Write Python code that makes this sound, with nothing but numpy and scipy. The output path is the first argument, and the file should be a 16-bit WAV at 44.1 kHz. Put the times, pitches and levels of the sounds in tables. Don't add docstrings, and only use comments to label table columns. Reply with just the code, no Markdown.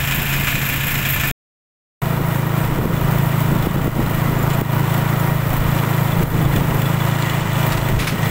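import sys
import numpy as np
from scipy import signal
from scipy.fft import rfft, irfft
from scipy.io import wavfile
from scipy.ndimage import uniform_filter1d, minimum_filter1d

SR = 44100
rng = np.random.default_rng(int(sys.argv[2]) if len(sys.argv) > 2 else 0)


def file_out(sig):
    cols = np.atleast_2d(sig).T
    lim = np.clip(cols, -1, 1)
    pcm = np.round(lim * 32767).astype(np.int16)
    wavfile.write(sys.argv[1], SR, pcm)


N = 366030
T = np.arange(N) / SR

# frequency in Hz, relative level in dB.
AIR_RUMBLE = [(8, -14.5), (20, 8.5), (50, 1.5), (90, 2.5), (140, -2.5), (250, -25), (600, -59)]
REAR_BURSTS = [(0.052, 1.076, 0.31), (0.368, 0.77, 0.22)]
SIDE_BURSTS = [(.06, 0.31, 0.12), (.42, 0.1, 0.14), (.75, .45, .12)]


def gain_of(db):
    return 10 ** (np.asarray(db) / 20)


def unit_rms(x):
    return x / np.sqrt(np.mean(x ** 2) + 1e-20)


def curves(rows):
    times, *columns = np.transpose(rows)
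    return [np.interp(T, times, column) for column in columns]


def add(mix, start_s, sound):
    part = mix[max(round(start_s * SR), 0):][:len(sound)]
    part += sound[:len(part)]


def during(start_s, end_s):
    return uniform_filter1d(1. * ((T >= start_s) & (T < end_s)), size=40)


def arch(peak_s, length_s):
    return np.cos(np.pi * np.clip((T - peak_s) / length_s, -.5, .5))


def noise(spectrum):
    hz, db = np.transpose(spectrum)
    shape_db = np.interp(np.log(np.fft.rfftfreq(N, 1 / SR) + 1), np.log(hz), db, right=-100)
    return unit_rms(irfft(rfft(rng.standard_normal(N)) * gain_of(shape_db), N))


def wander(rate_hz):
    rolloff = 1 + (np.fft.rfftfreq(N, 1 / SR) / rate_hz) ** 4
    return unit_rms(irfft(rfft(rng.standard_normal(N)) / rolloff, N))


def ring(drive, modes):
    out = np.zeros(N)
    for hz, width, db in modes:
        radius = np.exp(-np.pi * width / SR)
        pole = radius * np.exp(2j * np.pi * hz / SR)
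        out += gain_of(db) * signal.lfilter([1 - radius], [1, -pole], drive).imag
    return unit_rms(out)


def engine_cycles(speed, firing_s):
    cycles = np.cumsum(curves(speed)[0]) / SR
    return cycles - np.interp(firing_s, T, cycles)


def per_cycle(cycles, spread_db):
    chance = np.sqrt(3) * rng.uniform(-1.1, 1, size=512)
    return gain_of(spread_db * chance)[np.floor(cycles).astype(int) % len(chance)]


def strikes(cycles, uneven_db):
    return np.diff(np.floor(cycles), prepend=np.floor(cycles[0])) * per_cycle(cycles, uneven_db)


def wind():
    # frequency in Hz, relative level in dB.
    flutter_spectrum = [(70, -17), (140, 8), (210, 2.5), (330, -2.5), (450, -5.5), (700, -13), (1500, -24)]
    # peak time and length in seconds, relative rumble and flutter levels in dB.
    gusts = [(2.72, .35, -28, -32), (2.853, 0.29, -26, -19), (3.1, .45, -24.5, -25.5),
             (3.528, 0.13, -26, -21), (3.802, 0.81, -27, -24), (4.022, 0.17, -33, -22.5),
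             (4.4, 1, -29.5, -25.5), (5.004, 0.092, -34, -25), (5.61, 0.32, -23, -30),
             (6.21, 0.17, -29, -20.5), (6.384, 0.75, -24, -22), (6.59, .12, -22, -17.5),
             (6.74, .12, -24, -20.5), (7.45, 0.41, -42, -38), (7.784, 0.24, -28, -33),
             (7.96, .18, -19, -24)]
    # start in seconds, level in dB, pitch in Hz.
    slaps = [(2.789, -4.5, 290), (2.857, -5, 343), (3.67, 0, 203), (3.762, -6, 220), (3.878, 1.5, 294),
             (3.994, -5.5, 275), (4.617, 1, 294), (6.237, -.5, 260), (7.926, -8, 197)]
    rumble = gain_of(-36 + 1.6 * wander(3.8))
    flutter = gain_of(-29.5 + 2.8 * wander(14))
    for peak_s, length_s, rumble_db, flutter_db in gusts:
        swell = arch(peak_s, length_s)
        rumble = np.hypot(rumble, gain_of(rumble_db) * swell)
        flutter = np.hypot(flutter, gain_of(flutter_db) * swell)
    air = gain_of(1.2) * rumble * noise(AIR_RUMBLE)
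    air += flutter * noise(flutter_spectrum) * unit_rms(gain_of(0.98 * wander(45)))
    t = T[:SR // 20]
    rise = t / 0.0008
    for start_s, db, hz in slaps:
        add(air, start_s, -gain_of(db) * rise * np.exp(1 - rise) * np.sin(2 * np.pi * hz * t))
    return air


def bodywork():
    # start in seconds, relative level in dB, decay in seconds.
    rattles = [(7.72, -19.5, 0.017), (7.772, -24, 0.011), (7.988, -22.5, 0.072), (8.028, -36, 0.0016),
               (8.045, -23, 0.0011), (8.07, -20.5, 0.026), (8.126, -34, 0.0019), (8.236, -28.5, 0.0092)]
    # start in seconds, level in dB, pitch in Hz, length in seconds.
    squeaks = [(1.1, -16.5, 12950, 0.018), (1.138, -20, 13000, 0.022), (2.26, -37, 10800, .018),
               (3.272, -39, 10050, .03), (4.382, -36, 7230, .02), (4.421, -37, 7150, .022),
               (4.525, -35, 7240, 0.027), (5.085, -37, 6860, 0.018), (5.192, -36, 7100, .014)]
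    envelope, t = np.zeros(N), T[:SR // 5]
    chatter = noise([(400, -18), (1200, 14.5), (2500, 14.5), (5000, 5.5),
                     (8000, 1), (12000, 0), (16000, -3)])
    for start_s, db, decay_s in rattles:
        add(envelope, start_s, gain_of(db) * (np.exp(-t / decay_s) - np.exp(-t / (0.047 * decay_s))))
    out = envelope * chatter * unit_rms(gain_of(0.77 * wander(330)))
    for start_s, db, hz, length_s in squeaks:
        swell = np.sin(np.pi * np.minimum(t / length_s, 1))
        pitch = hz + 110 * wander(200)[:len(t)]
        add(out, start_s, gain_of(db) * swell * np.sin(2 * np.pi * np.cumsum(pitch) / SR))
    return out


def loose_metal(cycles, place, uneven_db, contact_s):
    # frequency in Hz, bandwidth in Hz, relative level in dB.
    modes = [(2960, 90, -7), (3437, 36, 0), (4000, 120, -11), (7150, 200, -14)]
    pressure = signal.lfilter([1], [1, -np.exp(-1 / (contact_s * SR))], strikes(cycles - place, uneven_db))
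    return ring(pressure * rng.standard_normal(N), modes)


def cab_drone(cycles, waver_db):
    # multiple of the firing rate, relative level in dB.
    harmonics = [(12, 4), (13, -1), (14, -1.5), (16, -6.5), (17, -4.5), (18, -8.5), (20, -7), (23, -8.5),
                 (24, -1), (25, -7), (35, -9), (46, -7), (50, -15)]
    crank = cycles + 0.0053 * wander(4.1)
    hum = np.zeros(N)
    for order, db in harmonics:
        hum += gain_of(db + waver_db * wander(1.8)) * np.sin(2 * np.pi * (order * crank + rng.random()))
    return unit_rms(hum)


def frame_knock(cycles, spectrum, decay_s):
    frame = (noise(spectrum) * np.exp(-T / decay_s))[:SR // 10]
    return unit_rms(signal.oaconvolve(strikes(cycles, uneven_db=6.5), frame)[:N])


def road_and_cab(cycles):
    # frequency in Hz, relative level in dB.
    spectrum = [(200, -27), (450, -4.5), (660, 3.5), (820, 2), (1000, 3.5), (1450, 1), (1560, -4),
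                (2000, -5.5), (3000, -18.5), (6000, -26.5)]
    roar = gain_of(-1) * noise(spectrum)
    roar *= valve_beat(cycles, SIDE_BURSTS, depth=0.24, uneven_db=8, grit_db=0.06)
    hum = gain_of(-5) * cab_drone(cycles, waver_db=1.5)
    return roar + hum + gain_of(-12.5) * frame_knock(cycles, spectrum, decay_s=0.064)


def chain_pull(tight_s, wheel_hz):
    return np.cos(2 * np.pi * wheel_hz * (T - tight_s))


def rear_chain(cycles):
    # frequency in Hz, relative level in dB.
    spectrum = [(6000, -39), (9500, -14.5), (11200, -7.5), (12200, -2.5), (13400, 4), (15200, -4),
                (16000, 10.5)]
    # frequency in Hz, bandwidth in Hz, relative level in dB.
    plate_modes = [(10400, 90, -14), (12995, 60, 0), (13780, 130, -6), (14400, 85, -6), (15150, 160, -5)]
    links = valve_beat(cycles, REAR_BURSTS, depth=1.8, uneven_db=3, grit_db=0)
    plates = ring(links * rng.standard_normal(N), plate_modes)
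    return links * noise(spectrum) + gain_of(-11.5) * plates


def side_chain(cycles):
    # frequency in Hz, relative level in dB.
    spectrum = [(6000, -19), (9500, -12.5), (11500, -9), (13000, -3.5), (14500, -0.5), (16000, 1)]
    return noise(spectrum) * valve_beat(cycles, SIDE_BURSTS, depth=0.71, uneven_db=9.5, grit_db=0.8)


def valve_beat(cycles, bursts, depth, uneven_db, grit_db):
    pulses = sum(strength * per_cycle(cycles - place, uneven_db) * np.exp(-((cycles - place) % 1) / decay)
                 for place, strength, decay in bursts)
    return unit_rms((1 + depth * pulses) * gain_of(grit_db * wander(170)))


def valve_clatter(beat, spectrum, modes, noise_db, metal_db):
    metal = ring(beat * rng.standard_normal(N), modes)
    return gain_of(noise_db) * beat * noise(spectrum) + gain_of(metal_db) * metal


def exhaust_bark(cycles, uneven_db):
    # frequency in Hz, bandwidth in Hz, relative level in dB.
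    pipe_modes = [(333, 56, -2), (431, 39, -18.5), (545, 18, -9.5), (640, 41, -6.5), (953, 23, 1.5),
                  (1387, 90, -13.5)]
    front = np.hanning(SR // 1500)
    return ring(-np.convolve(strikes(cycles, uneven_db), front, "same"), pipe_modes)


def exhaust_boom(cycles, harmonics, uneven_db):
    thuds = -sum(gain_of(db) * np.cos(2 * np.pi * order * (cycles - 1 / 6)) for order, db in harmonics)
    return unit_rms(thuds) * gain_of(uneven_db * wander(20))


def facing_back():
    # time in seconds, firings per second.
    speed = [(0.0, 27.7), (0.333, 27.77), (0.665, 27.57), (0.998, 27.51), (1.33, 26.81)]
    # multiple of the firing rate, relative level in dB.
    harmonics = [(1, -20), (2, -16), (3, -18), (4, -20), (5, -0.5), (6, -17.5), (7, -27), (8, -18),
                 (10, -15.5)]
    # frequency in Hz, bandwidth in Hz, relative level in dB.
    metal_modes = [(715, 50, -10), (1480, 50, -8), (1755, 90, -3), (2095, 90, -7), (2365, 45, -4),
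                   (2460, 50, 0), (2670, 60, -9), (4735, 30, -16), (5290, 35, -14), (9645, 30, -15)]
    # frequency in Hz, relative level in dB.
    clatter_spectrum = [(500, -20), (1100, -9.5), (1500, -2.5), (2400, 1), (3000, -2), (3700, -7.5),
                        (4400, -15.5), (5800, -16.5), (7400, -9), (8100, -12.5), (8800, -21),
                        (11000, -23.5), (16000, -34)]
    road_spectrum = [(60, -16.5), (120, -0.5), (190, -4), (300, -12), (400, -17), (700, -17.5),
                     (1100, -14.5), (2000, -33.5), (5000, -46)]
    cycles = engine_cycles(speed, firing_s=0)
    pull = chain_pull(tight_s=.128, wheel_hz=5.2)
    boom = gain_of(-25) * exhaust_boom(cycles, harmonics, uneven_db=1.2)
    bark = gain_of(-41) * exhaust_bark(cycles, uneven_db=-1.5)
    beat = valve_beat(cycles, REAR_BURSTS, depth=0.62, uneven_db=-5, grit_db=0.5)
    clatter = valve_clatter(beat, clatter_spectrum, metal_modes, noise_db=-0.5, metal_db=-2.5)
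    clatter *= gain_of(-24.5 + .9 * pull)
    chain = gain_of(-27 + 1.6 * pull) * rear_chain(cycles)
    road = noise(road_spectrum) * gain_of(-29 + 1.3 * wander(25.64))
    return boom + bark + clatter + chain + road + gain_of(-27.5) * noise(AIR_RUMBLE)


def open_side():
    # time in seconds, firings per second.
    speed = [(2.017, 27.88), (2.41, 27.2), (2.802, 27.75), (3.195, 27.17), (3.588, 27.42), (3.98, 27.28),
             (4.373, 27.41), (4.766, 27.21), (5.159, 27.28), (5.551, 27.02), (5.944, 27.27), (6.337, 27.13),
             (6.729, 27.15), (7.122, 27.19), (7.515, 27.09), (7.907, 27.07), (8.3, 27.07)]
    # multiple of the firing rate, relative level in dB.
    harmonics = [(1, -42), (2, -17), (3, -58), (4, -2.5), (5, 0), (6, -3), (7, -18.5), (8, -14)]
    # frequency in Hz, bandwidth in Hz, relative level in dB.
    metal_modes = [(1898, 20, 7.5), (2012, 43, 4), (2383, 30, 2), (2896, 210, -5.5)]
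    # frequency in Hz, relative level in dB.
    clatter_spectrum = [(800, -24), (1700, 6), (2300, 4.5), (2900, 2), (3600, 0), (4600, -8.5),
                        (6200, -7.5), (7200, -5.5), (8200, -3), (8900, -13), (11000, -16.5), (16000, -28)]
    # time in seconds, then base levels in dB of boom, road, clatter and chain.
    faders = [(2.02, -20.5, -28.5, -36.0, -36), (2.6, -19, -28, -34.5, -34.5), (2.85, -24, -29, -36.0, -36),
              (3.1, -15.5, -27, -33.5, -34), (3.8, -20.5, -28.5, -35, -36), (4.95, -17.5, -26, -33, -33.5),
              (5.35, -19.0, -27.0, -34.5, -34), (6.85, -18.5, -27, -32.5, -34),
              (7.05, -18.5, -27.5, -32, -36.5), (7.45, -21.0, -28.5, -31.5, -38.5),
              (7.62, -17.5, -25, -29.5, -32), (8.14, -25.5, -31.5, -35.5, -42),
              (8.25, -17, -26, -29.5, -32.5)]
    # peak time and length in seconds, lift of the jingle in dB.
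    jolts = [(2.622, 0.13, 4), (4.522, 0.063, 11.5), (4.96, 0.12, 8.5), (5.556, 0.071, 8.5),
             (5.79, 0.31, 5.5), (5.99, 0.22, 4.5), (6.56, 0.12, 5), (6.88, 0.26, 1), (7.25, 0.22, 9.5)]
    cycles = engine_cycles(speed, firing_s=2.029)
    boom_db, road_db, clatter_db, chain_db = curves(faders)
    sway = chain_pull(tight_s=2.065, wheel_hz=3.775) + 0.73 * wander(8.1)
    jolt_db = sum(db * arch(peak_s, length_s) for peak_s, length_s, db in jolts)
    boom = gain_of(boom_db + 0.2 + 0.47 * sway) * exhaust_boom(cycles, harmonics, uneven_db=0.74)
    beat = valve_beat(cycles, SIDE_BURSTS, depth=0.43, uneven_db=9, grit_db=-1.3)
    road = road_and_cab(cycles)
    scattered = cycles + .0036 * wander(10)
    bark = gain_of(-5) * exhaust_bark(scattered, uneven_db=3.5)
    body = gain_of(road_db + 0.64 * sway + .15 * jolt_db) * (road + bark)
    clatter = valve_clatter(beat, clatter_spectrum, metal_modes, noise_db=-2.1, metal_db=-3.5)
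    clatter *= gain_of(clatter_db + 0.52 * sway + 0.29 * jolt_db)
    looseness_db = -17.5 + 0.75 * T
    jingle = loose_metal(cycles, place=.76, uneven_db=4, contact_s=.003)
    jingle *= gain_of(clatter_db + looseness_db + jolt_db)
    chain = gain_of(chain_db - .5 + 1.1 * sway + 0.2 * jolt_db) * side_chain(cycles)
    return boom + body + clatter + jingle + chain


def overshoot_db(x, threshold_db, hold_s, release_db_per_s):
    over_db = np.maximum(20 * np.log10(abs(x) + 1e-9) - threshold_db, 0)
    half_hold = round(hold_s * SR / 2)
    held_db = -minimum_filter1d(-over_db, size=2 * half_hold + 61, origin=half_hold)
    fall_db = T * release_db_per_s
    return uniform_filter1d(np.maximum.accumulate(held_db + fall_db) - fall_db, size=60)


def scene():
    rear = facing_back() * during(0, 1.314)
    side = (open_side() + wind()) * during(2.017, 8.31)
    return (rear + side + bodywork())[None]


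def record(dry):
    duck_db = 1.17 * overshoot_db(dry[0], threshold_db=-4, hold_s=.055, release_db_per_s=77)
    ducked = dry / gain_of(duck_db)
    limit_db = overshoot_db(ducked[0], threshold_db=-6.2, hold_s=.002, release_db_per_s=140)
    limited = ducked / gain_of(limit_db)
    lowpass = signal.firwin(1023, 15750, window=("kaiser", 9), fs=SR)
    return signal.oaconvolve(limited, lowpass[None], "same")


dry = scene()
out = record(dry)
file_out(out)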